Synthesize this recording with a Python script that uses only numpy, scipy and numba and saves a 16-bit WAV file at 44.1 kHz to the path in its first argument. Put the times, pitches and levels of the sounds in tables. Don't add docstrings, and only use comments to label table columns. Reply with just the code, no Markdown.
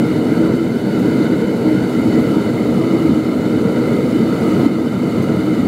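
import sys
import numpy as np
from scipy import signal
from scipy.fft import rfft, irfft
from scipy.io import wavfile
from scipy.ndimage import uniform_filter1d
from numba import njit

SR = 44100
rng = np.random.default_rng(int(sys.argv[2]) if len(sys.argv) > 2 else 0)


def materialize(psi):
    bounded = np.clip(np.atleast_2d(psi).T, -1, 1)
    quanta = np.round(bounded * 32767).astype(np.int16)
    wavfile.write(sys.argv[1], SR, quanta)


N = 250047
TIME_S = np.arange(N) / SR
FREQS_HZ = np.maximum(np.arange(N // 2 + 1) * SR / N, 1)


def undb(db):
    return 10 ** (np.asarray(db) / 20)


def curve(points, column=1):
    columns = np.transpose(points)
    return np.interp(TIME_S, columns[0], columns[column])


def noise():
    return rng.standard_normal(N) * np.sqrt(SR / 2)


def walk(rate_hz):
    y = irfft(rfft(noise()) * np.exp(-(FREQS_HZ / rate_hz) ** 2), N)
    return (y - y.mean()) / y.std()


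def below(x, hz):
    return irfft(rfft(x) / (1 + (FREQS_HZ / hz) ** 16), N)


EVEN_S, EVEN_SHARE = .13, .65


def steadied(x):
    power = uniform_filter1d(x ** 2, int(EVEN_S * SR))
    power = uniform_filter1d(power, int(EVEN_S * SR / 2))
    return x * (power.mean() / power) ** (EVEN_SHARE / 2)


def turbulence(points):
    hz, db = np.transpose(points)
    spectrum_db = np.interp(np.log(FREQS_HZ), np.log(hz), db)
    gain = undb(spectrum_db) * (FREQS_HZ >= hz[0])
    return irfft(rfft(noise()) * gain, N)


def resonance(hz, width_hz, shift_hz):
    detuning = (FREQS_HZ - hz ** 2 / FREQS_HZ) / (2 * width_hz)
    ring = np.fft.ifft(rfft(noise()) / (1 + 1j * detuning) ** 2, N)
    phase = 2 * np.pi * np.cumsum(shift_hz * np.ones(N)) / SR
    return 2 * np.real(ring * np.exp(1j * phase))


EDDY_RATE_HZ = 11


def cavity(modes, drift, bend=0, flicker_db=0):
    out = np.zeros(N)
    for hz, width_hz, db in modes:
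        level_db = db + flicker_db * walk(EDDY_RATE_HZ)
        shift_hz = hz * (drift + bend * walk(EDDY_RATE_HZ))
        out += undb(level_db) * resonance(hz, width_hz, shift_hz)
    return out


def wandering(points, width_hz, db, waver_hz):
    hz = curve(points) + waver_hz * walk(EDDY_RATE_HZ)
    ring = steadied(resonance(hz.mean(), width_hz, hz - hz.mean()))
    return undb(db + curve(points, column=2)) * ring


# frequency in Hz, level in dB per Hz before the level curves.
ROAR = [(20, -80), (32, -73), (55, -66.5), (90, -50.5), (130, -42.5), (200, -41.5), (285, -45),
        (360, -49.5), (500, -49.5), (620, -54.5), (800, -63), (1100, -70), (1750, -83), (3000, -107)]
# frequency in Hz, half-width in Hz, dB per Hz before the level curves.
CHAMBER = [(191.3, 12.3, -39.5), (232.4, 11.6, -35.5), (248.8, 14, -37), (268.3, 9.4, -41), (328, 9, -42.5),
           (364.5, 8.9, -44.5), (402.3, 14.2, -42.5), (452.5, 30.3, -45.5), (578, 57, -60),
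           (644, 18, -57.5), (734, 61, -62), (917, 47, -59.5), (1010, 30, -64.5)]
# time in seconds, gain in dB.
BOOM_LEVEL = [(0, 2), (.25, 0), (.37, 3), (.55, -0.5), (.68, 1.5), (.78, -1), (1.02, 1.5), (1.18, 1),
              (1.33, 0.5), (1.62, -1.5), (1.78, 1.9), (1.92, -3), (2.05, 3.5), (2.35, 0.5), (2.48, -.5),
              (2.7, 2), (2.97, -0.5), (3.12, 3), (3.22, -1), (3.38, 0), (3.6, 1.8), (3.8, -0.5), (4.0, 1),
              (4.24, 2.2), (4.38, -.7), (4.6, 1.4), (4.9, 0.5), (5.12, 1.5), (5.3, 2), (5.48, -1.3),
              (5.67, 3.5)]
# time in seconds, gain in dB.
MIDDLE_LEVEL = [(0, -2), (.2, -0.5), (.5, 1), (.75, -1), (1.35, 1.5), (1.62, 2.5), (1.8, -1.5), (2.1, 1.5),
                (2.7, 0.5), (3.2, 0), (3.55, 1.5), (3.92, 2), (4.25, 0.5), (4.6, 0.5), (4.9, -1.5),
                (5.3, 0), (5.67, -1.8)]
# time in seconds, gain in dB.
RUSH_LEVEL = [(0, 0.5), (.42, 1.5), (.6, -1.2), (1.1, 0.2), (2.2, 1), (2.7, 1), (3.1, 0.2), (3.75, 1.1),
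              (4.0, -1.2), (4.55, 1.2), (5.0, 0.5), (5.67, 0)]
MIDDLE_FROM_HZ, MIDDLE_TO_HZ = 327, 560
CHAMBER_DRIFT, CHAMBER_BEND = 0.0048, .008
CHAMBER_DRIFT_RATE_HZ, CHAMBER_FLICKER_DB = 2.22, 1.0


def roar():
    drift = CHAMBER_DRIFT * walk(CHAMBER_DRIFT_RATE_HZ)
    sound = turbulence(ROAR) + cavity(CHAMBER, drift, CHAMBER_BEND, CHAMBER_FLICKER_DB)
    boom = below(sound, MIDDLE_FROM_HZ)
    body = below(sound, MIDDLE_TO_HZ)
    middle, rush = body - boom, sound - body
    low = steadied(boom) * undb(curve(BOOM_LEVEL)) + steadied(middle) * undb(curve(MIDDLE_LEVEL))
    return low + rush * undb(curve(RUSH_LEVEL))


# time in seconds, pitch in Hz, level in dB over THROAT_DB.
THROAT = [(0, 314.6, 1), (.28, 311.8, 0), (.42, 316.3, 4.5), (.56, 324.6, 4), (.78, 318.6, -7.5),
          (.88, 321, -2), (1.05, 313.7, 0.5), (1.3, 314.7, -0.5), (1.45, 315.2, -3.5), (1.72, 316.4, 4),
          (1.92, 314, -2), (2.0, 320.9, -2), (2.12, 316.7, 3.5), (2.38, 309.8, -1), (2.52, 310.9, -5.5),
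          (2.78, 320.1, -3), (2.92, 322, 3.5), (3.1, 310.1, 3), (3.28, 319.9, -1.5), (3.42, 315.6, -8),
          (3.53, 320.3, 3), (3.75, 314.6, -1), (4.02, 313.8, -4.5), (4.15, 318.2, 4.5), (4.36, 318.8, -9),
          (4.46, 316.7, 0.5), (4.62, 310.2, 0.5), (4.76, 317.7, 2.5), (4.95, 321.3, -3.5),
          (5.32, 314.6, -2.5), (5.48, 311.7, 4.5), (5.67, 309.3, -4)]
# time in seconds, pitch in Hz, level in dB over OVERTONE_DB.
OVERTONE = [(0, 469, 6.5), (3.35, 466.1, -8), (3.55, 465, 8), (3.75, 470.2, 8), (3.95, 474, 7.5),
            (4.1, 482.2, 6.5), (4.25, 472, -6), (5.67, 467.2, -4.5)]
THROAT_WIDTH_HZ, THROAT_DB = 13.3, -32
OVERTONE_WIDTH_HZ, OVERTONE_DB = 19.3, -48


def hollow(waver_hz=3):
    throat = wandering(THROAT, THROAT_WIDTH_HZ, THROAT_DB, waver_hz)
    return throat + wandering(OVERTONE, OVERTONE_WIDTH_HZ, OVERTONE_DB, waver_hz)


FLUTTER_RATE_HZ, FLUTTER_DB = 20, .7


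def flame(level_db):
    return (roar() + hollow()) * undb(level_db + FLUTTER_DB * walk(FLUTTER_RATE_HZ))


# time in seconds, pitch in Hz, level in dB over MOUTH_DB.
MOUTH = [(0.0, 1365, 0.5), (.25, 1350, -1), (.44, 1393, 3), (.66, 1406, -0.5), (1.07, 1436, 0.5),
         (1.3, 1380, 2), (1.57, 1405, -2), (1.78, 1433, 1.5), (2.15, 1356, -2), (2.32, 1368, 1.5),
         (2.55, 1339, -0.5), (3.0, 1288, 0.5), (3.5, 1374, 0.5), (3.82, 1335, 2.5), (4.1, 1336, -1),
         (4.4, 1303, 3), (4.75, 1319, .5), (5.25, 1323, 1.5), (5.67, 1308, 0)]
# frequency in Hz, half-width in Hz, dB per Hz before the level curve.
TUBE = [(1581, 78, -70.5), (2079, 126, -61.5), (2961, 76, -67), (3617, 39, -69.5), (3735, 194, -75.5),
        (3840, 32, -75), (4062, 52, -71), (4190, 98, -79.5), (4470, 150, -71), (4865, 86, -79),
        (5250, 66, -76.5), (6130, 58, -80.5), (7070, 77, -79), (12200, 130, -86)]
# frequency in Hz, level in dB per Hz before the level curve.
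HISS = [(100, -120), (900, -91), (1500, -86), (2500, -76.5), (3300, -79.5), (4400, -90), (5000, -100),
        (5700, -86.5), (6500, -85.5), (8000, -84.5), (10200, -88.5), (11700, -86.5), (12800, -92.5),
        (15700, -93.5)]
MOUTH_WIDTH_HZ, MOUTH_DB, MOUTH_WAVER_HZ = 117, -58, 28
TUBE_DRIFT, TUBE_BEND = 0.004, .005
TUBE_DRIFT_RATE_HZ, TUBE_FLICKER_DB = 7.04, .8
TUBE_FLUTTER_RATE_HZ, TUBE_FLUTTER_DB = 26, 0.66
HISS_FLUTTER_RATE_HZ, HISS_FLUTTER_DB = 39, .5


def burner(level_db):
    mouth = wandering(MOUTH, MOUTH_WIDTH_HZ, MOUTH_DB, MOUTH_WAVER_HZ)
    drift = TUBE_DRIFT * walk(TUBE_DRIFT_RATE_HZ)
    tube = mouth + cavity(TUBE, drift, TUBE_BEND, TUBE_FLICKER_DB)
    tube = tube * undb(TUBE_FLUTTER_DB * walk(TUBE_FLUTTER_RATE_HZ))
    hiss = turbulence(HISS) * undb(HISS_FLUTTER_DB * walk(HISS_FLUTTER_RATE_HZ))
    return undb(level_db) * (tube + hiss)


# start in seconds, peak in dB before the gain control, share of the steel's t60.
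CLINKS = [(0.995, -31, .05), (5.2255, -32, 1.0), (5.237, -37, 1.0)]
# frequency in Hz, level in dB within the hit, full t60 in seconds.
STEEL = [(6352, -4, .09), (6470, -7, .06), (8699, -4.5, .1), (12800, -4, .05)]
CRACK_DB, CRACK_T60_S = -5, 0.044


def tools():
    out = np.zeros(N)
    t = TIME_S[:SR // 4]
    for start_s, peak_db, share in CLINKS:
        hit = undb(CRACK_DB - 60 * t / CRACK_T60_S) * rng.standard_normal(len(t))
        for hz, mode_db, t60_s in STEEL:
            hit += undb(mode_db - 60 * t / (t60_s * share)) * np.sin(2 * np.pi * hz * t)
        hit *= undb(peak_db) / np.abs(hit).max()
        start = int(start_s * SR)
        out[start:start + len(t)] += hit[:N - start]
    return out


# centre in seconds, sine level in dB at full swell.
PUFFS = [(3.096, -1.5), (4.667, 2.5)]
PUFF_HZ, PUFF_HALF_S = 277, .0045


def puffs(fire):
    for centre_s, db in PUFFS:
        t = TIME_S - centre_s
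        swell = np.exp(-(t / PUFF_HALF_S) ** 2)
        fire = fire * (1 - swell) + undb(db) * swell * np.sin(2 * np.pi * PUFF_HZ * t)
    return fire


# time in seconds, level in dB.
FIRE_LEVEL = [(0, 0), (.25, -0.8), (.42, -0.5), (.72, -2.5), (1.1, 0), (1.5, -1.2), (2.15, 0.9),
              (2.65, -0.2), (3.05, 0), (3.35, -1.6), (3.85, 0), (4.2, -0.5), (4.5, 1.6), (4.665, 1.5),
              (4.695, 0.2), (4.85, 0), (5.25, -0.3), (5.67, -1)]
FLAME_DB, JET_DB = -0.5, 0.07
FLAME_SWING = 0.52


def scene():
    level_db = curve(FIRE_LEVEL)
    fire = puffs(flame(FLAME_DB + FLAME_SWING * level_db))
    return (fire + burner(JET_DB + level_db) + tools())[None]


@njit
def follow(x, attack_s, release_s):
    out, held = np.empty(len(x)), 0.
    for i in range(len(x)):
        held += (x[i] - held) / (SR * (attack_s if x[i] > held else release_s))
        out[i] = held
    return out


LIMIT_DB, LIMIT_ATTACK_S, LIMIT_RELEASE_S = -2.5, 0.0022, 0.41
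TOP_HZ = 15730


def record(dry):
    peak_db = 20 * np.log10(np.abs(signal.hilbert(dry[0])) + 1e-9)
    excess_db = np.maximum(peak_db - LIMIT_DB, 0)
    duck_db = follow(excess_db, LIMIT_ATTACK_S, LIMIT_RELEASE_S)
    clipped = np.clip(dry * undb(-duck_db), -1, 1)
    lowpass = signal.ellip(12, .1, 90, TOP_HZ, fs=SR, output="sos")
    return signal.sosfilt(lowpass, clipped)


dry = scene()
out = record(dry)
materialize(out)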